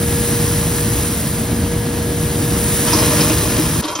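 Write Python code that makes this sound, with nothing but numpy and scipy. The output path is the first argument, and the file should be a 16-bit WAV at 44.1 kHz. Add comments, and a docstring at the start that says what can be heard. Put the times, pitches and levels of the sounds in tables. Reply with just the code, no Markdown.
"""A tumbling machine rolls a heap of small steel parts in its drum. From the start they slide over each
other in a bright sizzle, above a low rumble and a fan's whine, and soon patter lightly on the steel wall.
The sizzle sinks midway, then swells; from about 2.9 s the parts clatter hard and clumps knock on the wall.
At 3.8 s the scene cuts to the machine unloading, with parts dropping into a bin."""
import sys
import numpy as np
from scipy import signal
from scipy.fft import rfft, irfft
from scipy.io import wavfile

SR = 44100
rng = np.random.default_rng(int(sys.argv[2]) if len(sys.argv) > 2 else 0)


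def materialize(psi):
    """Save the field psi as 16-bit PCM at rate SR to the path in sys.argv[1].

    A 1-D psi becomes a single channel; in a 2-D psi each row is a channel.
    """
    bounded = np.clip(np.atleast_2d(psi).T, -1, 1)
    quanta = np.round(bounded * 32767).astype(np.int16)
    wavfile.write(sys.argv[1], SR, quanta)


N = 176400
T = np.arange(N) / SR
CUT_S, CUT_FADE_S = 3.817, .008


# Tone colour of the sliding parts: freq_hz, density_db
SIZZLE_COLOUR = [(300, -45), (1100, -12), (1700, -6.5), (2300, -10.6), (4300, -10.8), (6500, -7.8),
                 (8000, -5), (9300, -2.2), (10800, -3.8), (11800, -7.2), (13200, -10.6), (15000, -7.2),
                 (15800, -7.8)]
# Resonances of the small parts: pitch_hz, half_width_hz, boost_db
PART_RESONANCES = [(7400, 130, 5), (8570, 170, 5), (9620, 190, 4.8), (10820, 170, 4), (12200, 200, 3),
                   (13720, 200, 4.3), (15350, 220, 7)]
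# How strongly the heap slides: time_s, level_db
SLIDE_ENVELOPE = [(0, -22), (.35, -19.5), (.65, -20.5), (1.0, -21), (1.28, -23), (1.45, -26), (1.85, -27.5),
                  (2.2, -25), (2.5, -21.5), (2.8, -17.5), (3.05, -17), (3.25, -17.5), (3.5, -20),
                  (3.8, -21.5)]
def sizzle(hits_per_s=17000, flicker_db=.35):
    """Thousands of tiny collisions a second ring the parts themselves as they slide."""
    clicks = sheet_ring(impacts(hits_per_s, spread_db=1.4), wet=.35)
    hz = np.linspace(0, SR / 2, 1000)
    peaks_db = sum(boost * np.exp(-((hz - f) / width) ** 2) for f, width, boost in PART_RESONANCES)
    colour = np.c_[hz, log_curve(SIZZLE_COLOUR, hz) + peaks_db]
    level = amp(curve(SLIDE_ENVELOPE, T) + flicker_db * wander(top_hz=22))
    return level * unit(stereo_colour(clicks, colour))


# Tone colour of the struck steel wall: freq_hz, density_db
WALL_COLOUR = [(100, -39), (250, -14), (315, 1), (400, -10), (610, -8), (740, -16.5), (980, -8.5),
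               (1300, -15.5), (2200, -18), (2600, -15.5), (4200, -17.5), (6000, -14), (9000, -27),
               (16000, -29)]
# Parts falling on the wall: time_s, level_db
CLATTER_ENVELOPE = [(0, -62), (.35, -30.5), (1.1, -33), (2.0, -58), (2.4, -38), (2.8, -35), (2.95, -21),
                    (3.25, -22), (3.42, -25.5), (3.6, -23.5), (3.8, -29)]
def wall_clatter():
    """Single parts rain on the drum's steel wall."""
    hits = struck_steel(impacts(per_s=1600, spread_db=2.2), wet=1.0, modes_db=-19.5)
    return amp(curve(CLATTER_ENVELOPE, T)) * unit(stereo_colour(hits, WALL_COLOUR))


# Clumps hitting the wall: start_s, thud_db, clank_db, ring_db, ring_pitch_hz, burst_s
WALL_KNOCKS = [(2.870, -34, -26, -29, 2920, 0.014), (2.876, -36, -35, -27, 5300, .009),
               (2.929, -19.5, -22.5, -19.5, 5240, 0.0095), (2.984, -25, -28, -25, 5370, 0.0082),
               (3.019, -25, -23.5, -36, 3160, .011), (3.116, -41, -24, -30, 5440, .013),
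               (3.192, -38, -25, -29, 1010, .007), (3.205, -25, -31, -23, 4800, 0.0054),
               (3.297, -17, -26, -25, 645, 0.0074), (3.453, -48, -28, -32.5, 5300, 0.0082),
               (3.577, -17.5, -32, -36, 5300, 0.013), (3.752, -26, -33.5, -42, 1000, .007)]
# Clumps landing in the bin: start_s, thud_db, clank_db, ring_db, ring_pitch_hz, burst_s
BIN_DROPS = [(3.835, -23, -36, -28, 3780, 0.0096), (3.875, -33, -28, -27.5, 3700, 0.016),
             (3.951, -38, -33, -27, 5970, 0.0044), (3.954, -45, -32, -30.5, 3100, 0.0043),
             (3.987, -19, -29, -30, 1000, 0.013)]
def clumps(landings, thud_top_hz=474, clank_top_hz=3800, ring_octaves=.45):
    """A clump lands as a burst of impacts: a thud, a clank and the ring of the patch of steel it hits."""
    out = np.zeros((2, N + SR))
    t = np.arange(SR // 3) / SR
    for start_s, *levels_db, ring_hz, burst_s in landings:
        clicks = rng.standard_normal((2, len(t))) * (rng.random(len(t)) < .3)
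        burst = clicks * t / burst_s * np.exp(-2 * t / burst_s)
        hit = stereo_colour(struck_steel(burst, wet=1.0, modes_db=-.5), WALL_COLOUR)
        thud = (3, thud_top_hz, "low")
        clank = (3, [thud_top_hz, clank_top_hz], "band")
        ring = (1, ring_hz * 2 ** (ring_octaves * np.array([-.5, .5])), "band")
        at = round(start_s * SR)
        for db, band in zip(levels_db, (thud, clank, ring)):
            layer = signal.sosfilt(signal.butter(*band, fs=SR, output="sos"), hit)
            attack_rms = layer[:, :SR // 25].std()
            out[:, at:at + len(t)] += amp(db) * layer / attack_rms
    return out[:, :N]


# Tone colour of parts landing in the bin: freq_hz, density_db
BIN_COLOUR = [(40, -24), (140, -16), (215, -22), (310, -3), (420, -13), (580, -14), (700, -19), (950, -9),
              (1250, -14), (1600, -20), (4200, -24), (6000, -21), (10000, -20), (15500, -33)]
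def bin_clatter(level_db=-25):
    """A thinner stream of parts drops into the bin and sets it ringing."""
    hits = struck_steel(impacts(per_s=420, spread_db=2.2), wet=1.9, modes_db=-22)
    return amp(level_db) * unit(stereo_colour(hits, BIN_COLOUR))


# Clear notes of the steel wall: pitch_hz, level_db, t60_s
WALL_MODES = [(309, 0.5, 0.079), (610, -10, 0.06), (961, -14, 0.07), (1027, -11, 0.05), (1313, -8, 0.1),
              (2080, -12, 0.054), (2455, -10, 0.12), (3150, -9.5, 0.19), (4430, -12, 0.055),
              (4780, -15, .08), (4970, -15, 0.11), (5210, -8, 0.13), (5730, -13, 0.038), (6400, -7, 0.08)]
def struck_steel(hits, wet, modes_db, pitch_scatter=.018):
    """Struck sheet gives dense ringing and a few clear modes, whose pitch varies from spot to spot."""
    t = np.arange(SR // 3) / SR
    detune = 1 + pitch_scatter * rng.uniform(-.96, 1, len(WALL_MODES))
    modes = sum(amp(db - 60 * t / t60) * np.cos(2 * np.pi * hz * shift * t)
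                for (hz, db, t60), shift in zip(WALL_MODES, detune))
    notes = signal.fftconvolve(hits, modes[None] / np.linalg.norm(modes), axes=1)[:, :hits.shape[1]]
    return sheet_ring(hits, wet) + amp(modes_db) * notes


# Ring time of the wall: freq_hz, t60_s
WALL_DECAY = [(300, 0.22), (1000, 0.21), (5000, 0.15), (12000, 0.086)]
def sheet_ring(hits, wet):
    """Adds the dense ringing tail of steel sheet, longest in the bass."""
    hz, t, noise = signal.stft(rng.standard_normal((2, SR // 2)), SR, nperseg=256)
    decay = amp(-60 * t / log_curve(WALL_DECAY, hz)[:, None])
    tail = signal.istft(noise * decay, SR)[1]
    ringing = signal.fftconvolve(hits, tail / np.linalg.norm(tail[0]), axes=1)
    return hits + wet * ringing[:, :hits.shape[1]]


# Tone colour of the turning drum: freq_hz, density_db
RUMBLE_COLOUR = [(20, -22), (30, -22), (40, -9.5), (60, -4), (85, -0.5), (112, -3.5), (160, -0.9),
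                 (195, -7.5), (225, -1.5), (250, -8), (300, -6.5), (400, -14), (530, -20.5), (600, -17),
                 (720, -21), (950, -23.5), (1400, -27.5), (2200, -29.5), (4000, -31), (9000, -36),
                 (16000, -46)]
# Rise and fall of the rumble: time_s, level_db
RUMBLE_ENVELOPE = [(0, -18.5), (.8, -20), (1.6, -19.5), (2.3, -19), (3.1, -17.5), (3.8, -20.5)]
def rumble(shake_db=1):
    """The low bed: the loaded drum shakes unevenly as it turns."""
    level = amp(curve(RUMBLE_ENVELOPE, T) + shake_db * wander(top_hz=24.2))
    return level * unit(stereo_colour(rng.standard_normal((2, N)), RUMBLE_COLOUR))


# Tones of fan and motor: pitch_hz, base_level_db
MACHINE_TONES = [(61, -35.5), (110.6, -28), (157.5, -31.5), (474.7, -29), (949.4, -48.5), (1662.8, -43.5),
                 (3117, -52)]
# Fader ride on the tones above 200 Hz: time_s, gain_db
WHINE_ENVELOPE = [(0, 4), (.7, 1.5), (1.25, -4.5), (1.7, 2), (2.3, 2), (3.1, 3), (3.6, -2.5), (3.8, -8),
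                  (3.84, -24), (4, -11)]
def whine(tumbling, drift_hz=.5, waver_db=.82, pan_left_db=1.1, right_lead_rad=.52):
    """Fan and motor tones waver slightly; the low ones end with the tumbling."""
    out = np.zeros((2, N))
    for hz, db in MACHINE_TONES:
        pitch_hz = hz + drift_hz * wander(top_hz=5.7)
        phase = 2 * np.pi * (np.cumsum(pitch_hz) / SR + rng.random())
        level = np.sqrt(2) * amp(db + waver_db * wander(top_hz=1.7))
        if hz < 200:
            out += level * np.sin(phase) * tumbling
        else:
            left = amp(pan_left_db) * np.sin(phase)
            right = amp(-pan_left_db) * np.sin(phase + right_lead_rad)
            out += level * amp(curve(WHINE_ENVELOPE, T)) * np.array([left, right])
    return out


def impacts(per_s, spread_db):
    """Random clicks, most small and a few large."""
    size = amp(spread_db * np.minimum(rng.exponential(1, N), 4))
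    lands = rng.random(N) < per_s / SR
    return unit(size * lands * rng.standard_normal((2, N)))


# Stereo image at the microphone pair: freq_hz, left_right_correlation
STEREO_LIKENESS = [(30, 1), (100, .999), (200, .985), (400, .93), (1000, .88), (2500, .76), (6000, .88),
                   (8000, .93), (15000, .9)]
def stereo_colour(x, colour):
    """Blends two unrelated channels into a partly alike pair and gives it a minimum-phase EQ."""
    size = 2 * x.shape[1]
    hz = np.fft.rfftfreq(size, 1 / SR)
    left, other = rfft(x, size)
    likeness = np.clip(log_curve(STEREO_LIKENESS, hz), -1, 1)
    right = likeness * left + np.sqrt(1 - likeness ** 2) * other
    log_gain = np.log(amp(log_curve(colour, hz)))
    mirrored = np.r_[log_gain, log_gain[-2:0:-1]]
    eq = np.exp(np.conj(signal.hilbert(mirrored)))[:len(hz)]
    return irfft(np.array([left, right]) * eq, size)[:, :x.shape[1]]


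def wander(top_hz):
    """Slow random modulation of rms 1, rolling off above top_hz."""
    hz = np.fft.rfftfreq(N, 1 / SR)
    return unit(irfft(rfft(rng.standard_normal(N)) * (hz > 0) / (1 + (hz / top_hz) ** 4), N))


def amp(db):
    """Decibels to gain."""
    return 10 ** (np.asarray(db) / 20)


def unit(x):
    """Scales to rms 1."""
    return x / np.sqrt(np.mean(x ** 2) + 1e-20)


def curve(points, at):
    """Joins breakpoints by straight lines."""
    return np.interp(at, *np.transpose(points))


def log_curve(points, hz):
    """Joins breakpoints on a log-frequency axis."""
    f, value = np.transpose(points)
    return np.interp(np.log(hz + 1), np.log(f + 1), value)


def scene():
    """The mix: tumbling, then a quick cut to unloading."""
    tumbling = np.clip((CUT_S - T) / CUT_FADE_S, 0, 1)
    unloading = (1 - tumbling) * np.clip((T - CUT_S) / .01, .4, 1)  # fully up 10 ms after the cut
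    drum = wall_clatter() + rumble() + sizzle() + clumps(WALL_KNOCKS)
    return tumbling * drum + unloading * bin_clatter() + clumps(BIN_DROPS) + whine(tumbling)


# Phase between the two microphone ports: freq_hz, left_lead_rad
PORT_PHASE = [(1000, 0), (1650, -.3), (2500, .7), (3500, .35), (4400, .7), (5000, 0), (5550, .1),
              (6000, 1.3), (7500, 3.14), (9000, 4.3), (11000, 6.28), (12200, 7.2), (14350, 9.42),
              (15700, 10.6)]
def record(dry, ceiling=.92, high_cut_hz=15800):
    """Two microphone ports hear the treble out of step; a soft clip and a high cut follow."""
    hz = np.fft.rfftfreq(2 * N, 1 / SR)
    phase_shift = np.exp(.5j * np.array([[1], [-1]]) * curve(PORT_PHASE, hz))
    shifted = irfft(rfft(dry, 2 * N) * phase_shift)[:, :N]
    rounded = shifted / (1 + (shifted / ceiling) ** 6) ** (1 / 6)
    high_cut = signal.firwin(511, high_cut_hz, window=("kaiser", 9), fs=SR)
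    return signal.oaconvolve(rounded, high_cut[None], "same")


dry = scene()
out = record(dry)
materialize(out)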